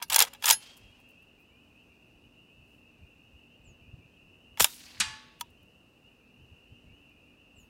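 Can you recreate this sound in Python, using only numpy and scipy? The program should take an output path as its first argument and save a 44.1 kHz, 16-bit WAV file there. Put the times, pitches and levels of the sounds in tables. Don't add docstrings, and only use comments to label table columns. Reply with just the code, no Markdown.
import sys
import numpy as np
from scipy import signal
from scipy.io import wavfile
from scipy.ndimage import uniform_filter1d

SR = 44100
rng = np.random.default_rng(int(sys.argv[2]) if len(sys.argv) > 2 else 0)


def unload_wav(signal):
    wavfile.write(
        sys.argv[1],
        SR,
        np.round(np.clip(np.atleast_2d(signal).T, -1, 1) * 32767).astype(np.int16),
    )


def ratio(d):
    e = np.asarray(d, float) / 20
    return 10 ** e


N = 339129
TIME = np.arange(N) / SR

# t/s, peak/dB, body/dB, edge/dB (both re middle modes), rattle t60/s
PULL = [(.0005, -44, 0, -23.5, 0.073), (.1855, -15.5, -10, 0, .012), (.1918, -7, -15, 6, .008),
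        (0.0155, -34, 4.5, -30, 0.012), (.0195, -32, 6.5, -28.5, 0.011), (0.0243, -21, -9, -2.5, 0.049),
        (0.0993, -17.5, -11.5, -1.5, 0.044), (0.118, -32, 9.5, -12.5, 0.022),
        (0.1232, -16, -11, -8.5, 0.013), (0.13, -12, -9.5, 4, 0.015), (0.144, -7, -13.5, 2, 0.027),
        (0.1603, -3, -4.5, 7, 0.013), (.1615, -4, -8, 4, .024), (.1475, -17, -12, 3, 0.014),
        (.1015, -18.5, -9.5, 0, 0.035), (0.182, -17, 7, -6, 0.013), (0.1908, 0.4, -24.5, 9.5, 0.0059),
        (0.2032, -0.5, -12, 5, 0.011), (0.2113, -10.5, -5, -12, 0.0089), (0.2146, -10, -6, -3.5, 0.015),
        (0.2222, -4.5, -15.5, 3, 0.019), (0.237, -21.5, 4, -9, .009), (0.2495, -27, -8.5, -6, 0.016)]
RETURN = [(0.3316, -39.5, -6, -26.5, 0.01), (0.3348, -33, -6, 0.5, 0.02), (0.348, -40, -6, -20, 0.054),
          (0.4243, -27, -10.5, -10, 0.017), (0.4392, -22, -10.5, -9, 0.0095),
          (0.442, -16, -11, -10.5, 0.02), (0.4568, -10.5, -15, 5, 0.013), (0.466, -16.5, -2, -3.5, 0.015),
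          (0.4783, -13, -15, -3.5, 0.015), (.4808, -17, -10, -4.5, .012), (.5045, -19, -10, 3, .01),
          (0.4838, -12.5, -11.5, -10.5, 0.013), (.487, -13.5, -8.5, -4, 0.012),
          (0.4912, -4.5, -15.5, 7.5, 0.0096), (0.5006, 0.5, -25, 4, 0.007), (0.5082, -3, -9.5, 5, 0.01),
          (.5096, 0, -7.5, 7, .012), (.5035, -9.5, -8.5, 0.5, 0.009), (.519, -17.5, -12, 3, .02),
          (0.5245, -17.5, -14, 3.5, 0.016), (.528, -14.5, -14, 4, 0.048)]
CYCLING = [(4.5733, -33, -8, -18.5, 0.016), (4.582, -36.5, -2, -7.5, .014), (4.5973, -14, -6.5, 1, 0.01),
           (4.5995, -10.5, -3, -3.5, 0.011), (4.6048, -2, -10, 6.5, 0.007), (4.6088, -9.5, -14.5, 3, 0.012),
           (4.6205, -19.5, -19, 6, 0.011), (4.6222, -11.5, -17.5, 9.5, .008),
           (4.624, -14, -16.5, 6.5, .012), (4.6458, -10, -4, 1, .008), (4.6436, 0, -7, 3, 0.007),
           (4.6444, -8, -12, 7, .006), (4.5862, -42, -8, -3, .008), (4.5942, -34.5, -3.5, -11.5, .008),
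           (4.631, -19.5, -16, 3, .012), (4.6515, -23.5, 1.5, -1.5, .02), (5.4095, -23.5, -22, -1, 0.024)]
# t/s, level/dB, f/Hz, t60/s
PINGS = [(.1443, -12, 5600, .008), (.1608, -12, 9290, .01), (.1612, -11.5, 14800, .008),
         (.1915, -7, 9795, .006), (.2034, -7.5, 4100, .008), (.2114, -12, 3002, .007),
         (.2228, -15, 7290, .011), (.4572, -17, 5800, .01), (.5008, -10.5, 3301, .01),
         (.5012, -12, 8300, .01), (.5086, -9.5, 6000, .008), (.5088, -12.5, 8580, .008),
         (4.6438, -10, 5120, .008), (4.6442, -10, 2608, .01), (4.6, -18.5, 2107, .012),
         (5.4098, -29.5, 3320, .014), (5.4098, -37, 6260, .012)]
# f/Hz, t60/s
RECEIVER = [(904, 0.038), (1290, 0.023), (1650, 0.037), (2300, 0.018), (2700, 0.016), (3320, 0.038),
            (4090, 0.026), (5070, 0.011), (5970, 0.021), (6830, 0.02), (7600, 0.019), (8900, 0.01),
            (10100, 0.0074), (11300, 0.016), (12800, 0.0059), (14000, 0.0077), (14900, 0.01),
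            (15800, 0.015)]

# start/s, full/s, end/s, level/dB, tilt/(dB/octave)
STROKES = [
    (0.094, 0.12, .16, -32.5, -2.25),
    (0.17, 0.185, .228, -28, -1.5),
    (0.42, 0.4777, .515, -26, 0.5),
    (4.572, 4.585, 4.595, -52, -0.5),
    (0.38, .42, .435, -59, -3),
    (.225, 0.29, 0.22, -42, -4),
]
# start/s, full/s, end/s, level/dB, tilt/(dB/octave)
VENTS = [
    (4.594, 4.604, 4.612, -23.5, 2),
    (4.6, 4.61, 4.634, -29.5, 2.4),
    (4.636, 4.644, 4.648, -29.5, 0),
]
# f/Hz, density/(dB per Hz)
SLIDE = [(180, -52.5), (300, -21.5), (877, -1), (1170, -4), (2280, -3), (3360, 0.5), (4390, -6.5),
         (5740, -3), (14900, -7.5), (16500, -16)]

# f/Hz, level/dB, t60/s
BOLT = [(4317, -22, 0.2), (5093, -8, 0.12), (5669, -14, .08), (6175, -18, 0.073), (6708, -5, 0.1),
        (7736, -30, 0.12), (9964, -9, 0.14), (10580, -2, 0.15), (10690, -8, 0.1), (10900, -22, 0.18),
        (11030, -7, 0.13), (11930, -9, 0.066), (12210, -41, 0.26)]
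CASE_RING = [(3085, 2, .9), (3250, 1, .9), (3256, -8, 1.8)]
HANDLE = [(3688, -10, 0.12), (4231, -13, 0.15), (4635, 0, 0.09), (5292, -2, 0.068), (5701, -6, 0.087),
          (6148, -6, 0.071), (7074, -3, 0.061), (9970, -6, 0.099), (10320, -16, 0.13), (10590, -8, 0.17),
          (11310, -13, 0.095), (12000, -14, 0.12)]
SPRING = [(554, 0, .8), (888, 2, .12), (1650, 8, .1), (1930, 6, .08)]
SPRING_KNOCK = [(900, 1, .04)]
LUG = [(7900, 0.5, 0.034)]
STOCK = [(466.3, 0, 0.12), (330, -9.5, 0.047)]
CAN = [(947, -4, .2), (3720, 3, .27), (8600, -2, .12), (11790, -8, .2)]
LEVER = [(953, -1, .062), (1260, -3, .03), (1669, -6, .02), (2050, -10, .02), (2950, -2, .018),
         (3380, 6, .022), (4450, -1, .018), (6100, -3, .018), (10200, -8, .015)]
PLATE = [(872, -5, 0.75), (1114, -6, 0.75), (1723, -3, 0.61), (1742, -9, .4), (2466, 0, 0.3),
         (2837, -5, 0.52), (3257, -6, 0.4), (3935, -8, 0.45), (4081, -6, 0.41), (4683, 0, 0.39),
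         (4737, -11, 0.55), (5373, -9, 0.45), (5771, -5, 0.29), (6029, -17, 0.42), (6266, -11, 0.35),
         (6358, -14, 0.41), (6869, -12, 0.28), (7585, -6, 0.21), (7773, -11, 0.23), (8236, -13, 0.42),
         (8915, -7, 0.14), (9609, -10, 0.39), (11060, -22, 0.51), (11820, -30, 0.31), (13430, -34, 0.38)]
STAND = [(204, 7.5, 0.13), (120.4, -2, 0.38)]
# t/s, level/dB, modes
RINGS = [(.213, -35, STOCK), (.5, -40.5, STOCK), (0.024, -45, HANDLE), (.24, -60.5, SPRING[:1]),
         (0.13, -22, LUG), (.494, -23, SPRING_KNOCK), (.506, -17, SPRING_KNOCK), (0.524, -40.5, SPRING[1:]),
         (0.521, -21, BOLT), (0.54, -56.5, CASE_RING[:1]), (.62, -57, CASE_RING[1:]), (4.647, -47.5, CAN),
         (5.003, -41, PLATE[:2]), (5.003, -38.5, PLATE[2:18]), (5.003, -39.5, PLATE[18:]),
         (5.002, -48.5, STAND), (5.4105, -29.5, LEVER)]

# t/s, peak/dB, centre f/Hz
STRIKE = [
    (5.0004, -16.5, 7060),
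    (5.0034, -15.5, 7200),
    (5.0045, -25, 4480),
    (5.007, -20, 4960),
    (5.0094, -13.5, 3580),
    (5.012, -20, 4000),
    (5.019, -23, 3000),
]
# f/Hz, density/(dB per Hz)
SPLASH = [(240, -65), (400, -38.5), (581, -19), (740, -9), (899, -5), (1550, -0.5), (2150, -6),
          (2800, -5.5), (5060, -9), (8060, -3), (12700, -25), (15700, -48), (16500, -58)]
# f/Hz, t60/s
SPLASH_T60 = [(500, 0.31), (1300, 0.62), (3500, 0.93), (9000, 0.21), (16000, 0.12)]

# arrival/s, end/s, first level/dB, last level/dB, first tilt/(dB/octave)
ECHOES = [
    (0.628, 0.708, -53, -71, -0.5),
    (0.639, 1.201, -58, -84.5, -2.5),
    (4.685, 4.929, -52, -60, 7),
    (4.797, 5.011, -60, -57.5, 2.5),
]
# f/Hz, density/(dB per Hz)
SLOPES = [(240, -41), (400, -22), (885, -3.5), (1170, -11.5), (1310, -7), (2550, -1), (3170, 2.5),
          (3820, -7.5), (4400, -0.5), (7820, -7.5), (15000, -15.5), (15700, -13.5), (16500, -32)]
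# t/s, peak/dB, centre f/Hz, length/s
TREES = [(4.832, -55, 4700, 0.064), (4.932, -53, 4300, 0.042), (4.691, -48, 1700, 0.0093),
         (4.727, -49.5, 2700, 0.012), (4.775, -52, 5000, 0.015), (4.801, -46, 3200, 0.0087),
         (4.833, -50, 4400, 0.012), (4.72, -54, 9400, .05), (4.853, -50, 4600, .014),
         (4.895, -55, 4600, 0.021), (4.975, -52, 4900, 0.011), (4.861, -50, 2400, 0.008),
         (4.904, -46, 3200, .006), (4.912, -48, 3900, 0.0072), (4.946, -47, 2600, .006),
         (4.953, -52, 4180, 0.0072), (4.968, -46, 2000, 0.0088), (0.7, -51, 4200, 0.013),
         (0.655, -48, 4000, 0.011), (0.982, -60, 880, .015)]

# t/s, peak/dB, length/s, lowest f/Hz
RUSTLES = [(0.765, -53, .012, 5980), (0.786, -70.5, .012, 9080), (0.981, -72, 0.031, 8960),
           (1.001, -62, 0.0024, 6500), (1.085, -62.5, 0.0092, 8020), (1.1, -65.5, .012, 10000),
           (1.216, -71.5, .015, 6990), (1.387, -69, .03, 12100), (5.387, -72, 0.016, 8900),
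           (5.395, -56, 0.0091, 2980), (5.5, -64, 0.0072, 9720), (5.629, -62.5, 0.0035, 9980),
           (5.655, -69.5, 0.0037, 11940), (7.093, -69.5, .004, 10900), (7.56, -70.5, 0.08, 8770),
           (2.621, -77, 0.13, 898), (0.079, -56, .008, 5000), (0.103, -50, .002, 2000)]
# t/s, level/dB, first f/Hz
BIRD = [
    (3.633, -69, 8200),
    (7.546, -68.5, 8400),
]
# t/s, level/dB, first f/Hz
PEEPS = [(0.818, -71, 3025), (0.888, -80, 3025), (0.893, -65, 2775), (1.059, -64.5, 2566),
         (1.068, -74.4, 2890), (1.167, -60.5, 2525), (1.373, -65.5, 2375), (1.497, -71, 2250),
         (1.502, -67, 2750), (1.551, -67, 2390), (1.746, -66.5, 2710), (1.747, -61.5, 2510),
         (1.751, -74, 2890), (1.851, -70, 2596), (1.985, -70, 2450), (2.095, -69, 2740), (2.35, -67, 2655),
         (2.479, -64, 2450), (2.579, -76, 2625), (2.834, -65, 2525), (2.908, -71, 2460), (3.019, -69, 2350),
         (3.228, -73, 2790), (3.427, -70, 2450), (3.477, -73, 2910), (3.494, -64.5, 2635),
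         (3.652, -69, 2425), (3.732, -73, 2830), (3.856, -68, 2450), (4.091, -76, 2950), (4.162, -65, 2600),
         (4.195, -71, 2425), (4.375, -71, 2835), (4.42, -68, 2650), (5.533, -71, 2877), (5.727, -65, 2625),
         (6.021, -64.5, 2700), (6.356, -71.5, 2830), (6.67, -72.5, 2870), (6.745, -74, 2770),
         (6.864, -74.5, 2160), (6.899, -65.5, 2725), (7.169, -70, 2450), (7.219, -67.5, 2670),
         (7.538, -69.5, 2735)]
# t/s, depth/dB, recovery/s
DUCKS = [
    (.1, -1.5, 0.27),
    (4.6, 4.5, 0.7),
]
# middle t/s, peak/dB, half length/s
GUSTS = [(0.112, -56, 0.021), (0.532, -62, .022), (0.86, -58, 0.036), (1.499, -71, 0.035),
         (1.901, -74, 0.043), (2.16, -68, 0.022), (2.271, -59, 0.023), (2.61, -59, 0.024),
         (3.031, -52.5, 0.028), (3.352, -57, 0.021), (3.61, -62, 0.028), (3.703, -53.5, .035),
         (3.828, -57.5, .018), (3.888, -53, 0.019), (3.942, -47, 0.013), (3.989, -49, 0.011),
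         (4.058, -60.5, 0.019), (4.25, -66.5, .05), (4.527, -59, 0.026), (4.626, -42.5, 0.019),
         (4.843, -79, 0.046), (5.063, -54.5, 0.082), (5.504, -67, 0.048), (5.628, -68, .03),
         (6.421, -57, 0.036), (6.529, -52.5, 0.016), (6.722, -52, 0.019), (6.869, -59, 0.024),
         (6.917, -55.5, 0.025), (7.6, -61, 0.039)]
# f/Hz, level/dB rms
HUM = [(242.2, -73.5), (290.7, -77)]
# f/Hz, density/(dB per Hz)
AIR = [(60, -30), (100, -3.5), (170, 1.5), (240, 1.5), (500, -4.5), (900, -12), (2000, -18.5), (3300, -22),
       (6000, -26), (10000, -30.5), (14000, -32), (16500, -32.5)]


def rms_one(x):
    return x / np.sqrt(np.mean(x ** 2) + 1e-20)


def in_time(rows, outside=None):
    s, *columns = np.transpose(rows)
    return [np.interp(TIME, s, c, outside, outside) for c in columns]


def at_hz(points, hz):
    points_hz, values = np.array(points).T
    return np.interp(np.log(hz), np.log(points_hz), values)


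def add(out, s, x):
    i = round(s * SR)
    out[i:i + len(x)] += x[:N - i]


def butter(x, hz, kind, order=2):
    return signal.sosfilt(signal.butter(order, hz, kind, fs=SR, output="sos"), x)


def chirp(hz):
    return np.sin(2 * np.pi * np.cumsum(hz) / SR)


def drift(rate_hz):
    r = np.exp(-80 * np.pi * rate_hz / SR)
    slow = signal.lfilter([1], [1, -2 * r, r * r], rng.standard_normal(N // 40 + 2002))[2000:]
    return np.interp(np.arange(N) / 40, np.arange(len(slow)), rms_one(slow))


def ring(x, hz, t60_s):
    r, w = ratio(-60 / (t60_s * SR)), 2 * np.pi * hz / SR
    return signal.lfilter([0, np.sin(w)], [1, -2 * r * np.cos(w), r * r], x + 1e-18)


def bands(white, spectrum):
    edges_hz = np.geomspace(90, 18000, 22)
    hz = np.sqrt(edges_hz[1:] * edges_hz[:-1])
    rows = [butter(white[k % 2], edges_hz[k:k + 2], "band") for k in range(len(hz))]
    coloured = ratio(at_hz(spectrum, hz))[:, None] * rows
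    return hz[:, None], rms_one(coloured) / np.sqrt(len(hz))


def wash(tables, spectrum, grain_db, patchy_db):
    out = np.zeros(N)
    together = drift(81)
    apart = np.repeat([drift(22) for k in range(7)], 3, axis=0)
    for rows in tables:
        span = slice(round(rows[0][0] * SR), round(rows[-1][0] * SR))
        level_db, tilt_db = (c[span] for c in in_time(rows))
        shape = (2, len(level_db))
        grains = ratio(grain_db * np.minimum(rng.exponential(1, shape), 4))
        hz, noise = bands(rng.standard_normal(shape) * grains, spectrum)
        patches_db = patchy_db * (together[span] + apart[:, span])
        gains = ratio(level_db + tilt_db * np.log2(hz / 4000) + patches_db)
        out[span] += (gains * noise).sum(0) * signal.windows.tukey(shape[1], .04)
    return out


def clacks(table):
    out, t = np.zeros(N), TIME[:2500]
    modes_hz, modes_t60_s = np.transpose(RECEIVER)
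    modes_in_band_db = 10 * np.log10([1, 4, 6, 7])
    for s, db, body_db, edge_db, t60_s in table:
        envelope = ratio(7.0 - 60 * t / 0.003) + ratio(-60 * t / max(t60_s, .004)) + ratio(-23 - 60 * t / 0.055)
        burst = rng.standard_normal(len(t)) * (1 - np.exp(-t / 0.0002)) * envelope
        colour_db = [body_db, body_db / 2 - 7.5, 0, edge_db, 1.2 * edge_db - 6]
        colour = np.transpose([[900, 1500, 3200, 8000, 15500], colour_db])
        colour[[0, 2, 3, 4], 1] -= modes_in_band_db
        scatter_db = rng.normal(0, 1.5, len(modes_hz)) * (modes_hz > 1000)
        gains = ratio(at_hz(colour, modes_hz) + scatter_db)
        shifted_hz = modes_hz * (1 + rng.normal(0, .03, len(modes_hz)))
        decays_s = modes_t60_s * np.clip(t60_s / 0.022, .45, 1)
        crack = butter(burst, 4200, "high")
        sound = ratio(1.5 + 0.82 * edge_db) * crack / np.sqrt(np.mean(crack[:220] ** 2))
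        for k, (gain, hz, decay_s) in enumerate(zip(gains, shifted_hz, decays_s)):
            skirt = 0.61 * np.sqrt(5.0) * ring(burst, hz, decay_s / 12.0)
            mode = ring(burst, hz, decay_s) + skirt
            sound = sound + (-1) ** k * gain * mode / np.sqrt(np.mean(mode[:220] ** 2))
        add(out, s, ratio(db) * sound / np.abs(sound).max())
    return out


def pings():
    out, t = np.zeros(N), TIME[:1500]
    for s, db, hz, t60_s in PINGS:
        burst = rng.standard_normal(len(t)) * ratio(-60 * t / max(t60_s, .003))
        ping = ring(burst, hz, max(t60_s / 2, .002))
        add(out, s, ratio(db) * ping / np.abs(ping).max())
    return out


def strokes(table, grain_db, patchy_db):
    rise_db, release_db, release_db_per_s = 27.5, 45.5, 680
    release_s = release_db / release_db_per_s
    shapes = [[(s, db - rise_db, tilt), (full, db, tilt), (end, db, tilt),
               (end + release_s, db - release_db, tilt)]
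              for s, full, end, db, tilt in table]
    return wash(shapes, SLIDE, grain_db, patchy_db)


def near_echo(x):
    level_db, t60_s, cutoff_hz = -34, .5, 2000
    t = TIME[:SR // 2]
    tail = butter(rng.standard_normal(len(t)), cutoff_hz, "low", order=1) * ratio(-60 * t / t60_s)
    return ratio(level_db) * signal.fftconvolve(x, tail / np.linalg.norm(tail))[:N]


def rings():
    flutter_db, rise_s = 1.8, 0.0011
    out, t = np.zeros(N), TIME[:SR]
    flutter = [ratio(flutter_db * drift(14)[:len(t)] * np.minimum(t / .1, 1)) for k in range(4)]
    for s, db, modes in RINGS:
        for k, (hz, mode_db, t60_s) in enumerate(modes):
            fade = ratio(db + mode_db - 60 * t / min(t60_s, 2.5)) * (1 - np.exp(-t / rise_s))
            tone = np.sin(2 * np.pi * (hz * t + rng.random()))
            add(out, s, fade * flutter[k % 4] * tone)
    return out


def blast():
    blast_s, blast_db, push_db = 4.6052, -4, -29
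    out, t = np.zeros(N), TIME[:3000]
    sweep = chirp(350 + 13000 * np.exp(-t / 0.00078)) * (1 - 1.6 * np.exp(-t / 0.00048))
    push = ratio(-60 * t / .08) * chirp(70 + 400 * np.exp(-t / .006))
    add(out, blast_s, ratio(blast_db - 60 * t / 0.012) * sweep)
    add(out, blast_s + 0.00085, ratio(push_db) * push)
    return out


def plate():
    out, t = np.zeros(N), TIME[:SR // 2]
    for s, db, hz in STRIKE:
        burst = rng.standard_normal(200) * ratio(-60 * t[:200] / 0.0021)
        crack = butter(burst, [hz / 1.9, hz * 1.24], "band")
        add(out, s, ratio(db) * crack / np.abs(crack).max())
    hz, noise = bands(rng.standard_normal((2, len(t))), SPLASH)
    t60_s = np.clip(at_hz(SPLASH_T60, hz), .03, 3)
    fade = ratio(-14.5 - 60 * t / (0.13 * t60_s)) + ratio(-36.0 - 60 * t / t60_s)
    rise = 1 - np.exp(-t * hz / 20.0)
    add(out, STRIKE[0][0], (noise * fade * rise).sum(0))
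    return out


def slopes():
    rise_s, rise_db, last_tilt_db = 0.04, 16.5, -3.5
    shapes = [[(s - rise_s, db - rise_db, tilt), (s, db, tilt), (end, last_db, last_tilt_db)]
              for s, end, db, last_db, tilt in ECHOES]
    return wash(shapes, SLOPES, grain_db=2.2, patchy_db=1.3)


def trees():
    out = np.zeros(N)
    for s, db, hz, length_s in TREES:
        t = TIME[:8000] / max(length_s, .002)
        width = 1.06 + 0.0025 / max(length_s, .002)
        puff = butter(rng.standard_normal(8000), [hz / width, hz * width], "band")
        add(out, s, ratio(db) * rms_one(puff) * t * np.exp(-t * t))
    return out


def rustles():
    out = np.zeros(N)
    for s, db, length_s, low_hz in RUSTLES:
        t = TIME[:8000] / max(length_s, .002)
        noise = butter(rng.standard_normal(8000), low_hz, "high")
        add(out, s, ratio(db) * noise * 2 * t * np.exp(-t * t))
    return out


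def bird():
    note_s, aim_hz, fall_s = 0.1, 5600, 0.077
    out, t = np.zeros(N), TIME[:6000]
    shape = np.sin(np.pi * np.clip(t / note_s, 0, 1))
    for s, db, hz in BIRD:
        pitch_hz = aim_hz + (hz - aim_hz) * np.exp(-t / fall_s)
        add(out, s, np.sqrt(2) * ratio(db) * shape * chirp(pitch_hz))
    return out + ratio(-8) * np.roll(out, round(0.018 * SR))


def near_frogs():
    peep_s, rise_hz_per_s, gain_db = .09, 3000, -1.2
    out, t = np.zeros(N), TIME[:5800]
    shape = np.sin(np.pi * np.clip(t / peep_s, 0, 1)) ** 0.56
    for s, db, hz in PEEPS:
        pulse_db = 3.9 * np.sin(2 * np.pi * (45 * t + rng.random()))
        level = np.sqrt(2) * ratio(db + gain_db + pulse_db)
        add(out, s, level * shape * chirp(hz + rise_hz_per_s * t))
    return out


def frogs(count=2800):
    level_db, swing_db = -65.5, -0.85
    out, t = np.zeros(N), TIME[:5800]
    for when, size, spread, length, far in rng.random((count, 5)):
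        hz = 2310 + 290 * (size + spread) + 50 * np.sin(when * 45) + 3000 * t
        shape = np.sin(np.pi * np.clip(t / (.05 + .05 * length), 0, 1))
        add(out, when * (N - 1) / SR, ratio(-9 * far ** .25) * shape * chirp(hz))
    tail = rng.standard_normal(SR // 2) * ratio(-60 * TIME[:SR // 2] / .5)
    wet = signal.fftconvolve(out, tail)[:N]
    chorus = rms_one(rms_one(out) + ratio(-4.5) * rms_one(wet))
    ducked_db = sum(db * (TIME > s) * np.clip(1 - ((TIME - s) / back_s) ** 2, 0, 1)
                    for s, db, back_s in DUCKS)
    return ratio(level_db + swing_db * drift(0.67) - ducked_db) * chorus


def wind():
    breeze_db, swing_db = -68, 1
    noise = rms_one(butter(rng.standard_normal(N), [42, 115], "band"))
    even = np.sqrt(uniform_filter1d(noise ** 2, size=2500) + 0.51)
    puffs = sum(ratio(db) * np.exp(-((TIME - s) / half_s) ** 2) for s, db, half_s in GUSTS)
    return (ratio(breeze_db + swing_db * drift(4)) + puffs) * noise / even


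def air():
    level_db = -65
    hz, noise = bands(rng.standard_normal((2, N)), AIR)
    far = ratio(level_db) * sum(row * ratio(0.48 * drift(0.69)) for row in noise)
    hum = sum(ratio(db + 2 + 3.5 * drift(2.1)) * chirp(hum_hz + 3.2 * drift(2.6)) for hum_hz, db in HUM)
    return far + hum


def scene():
    action = clacks(PULL) + clacks(RETURN) + clacks(CYCLING) + pings()
    action = action + strokes(STROKES, grain_db=4.0, patchy_db=2.5)
    action = action + strokes(VENTS, grain_db=2.0, patchy_db=1.3)
    action = butter(action, 580, "high", order=4)
    rifle = action + near_echo(action) + rings()
    shot = blast() + plate() + slopes() + trees()
    background = rustles() + bird() + near_frogs() + frogs() + wind() + air()
    return (rifle + shot + background)[None]


def band_limit(x):
    return signal.sosfilt(signal.butter(12, 16830, fs=SR, output="sos"), x)


def record(dry):
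    rounded = 1.221 * np.tanh(dry / 1.162)
    top_cut = signal.cheby2(12, 60, 16800, fs=SR, output="sos")
    mix = signal.sosfilt(top_cut, rounded)
    return band_limit(mix)


dry = scene()
out = record(dry)
unload_wav(out)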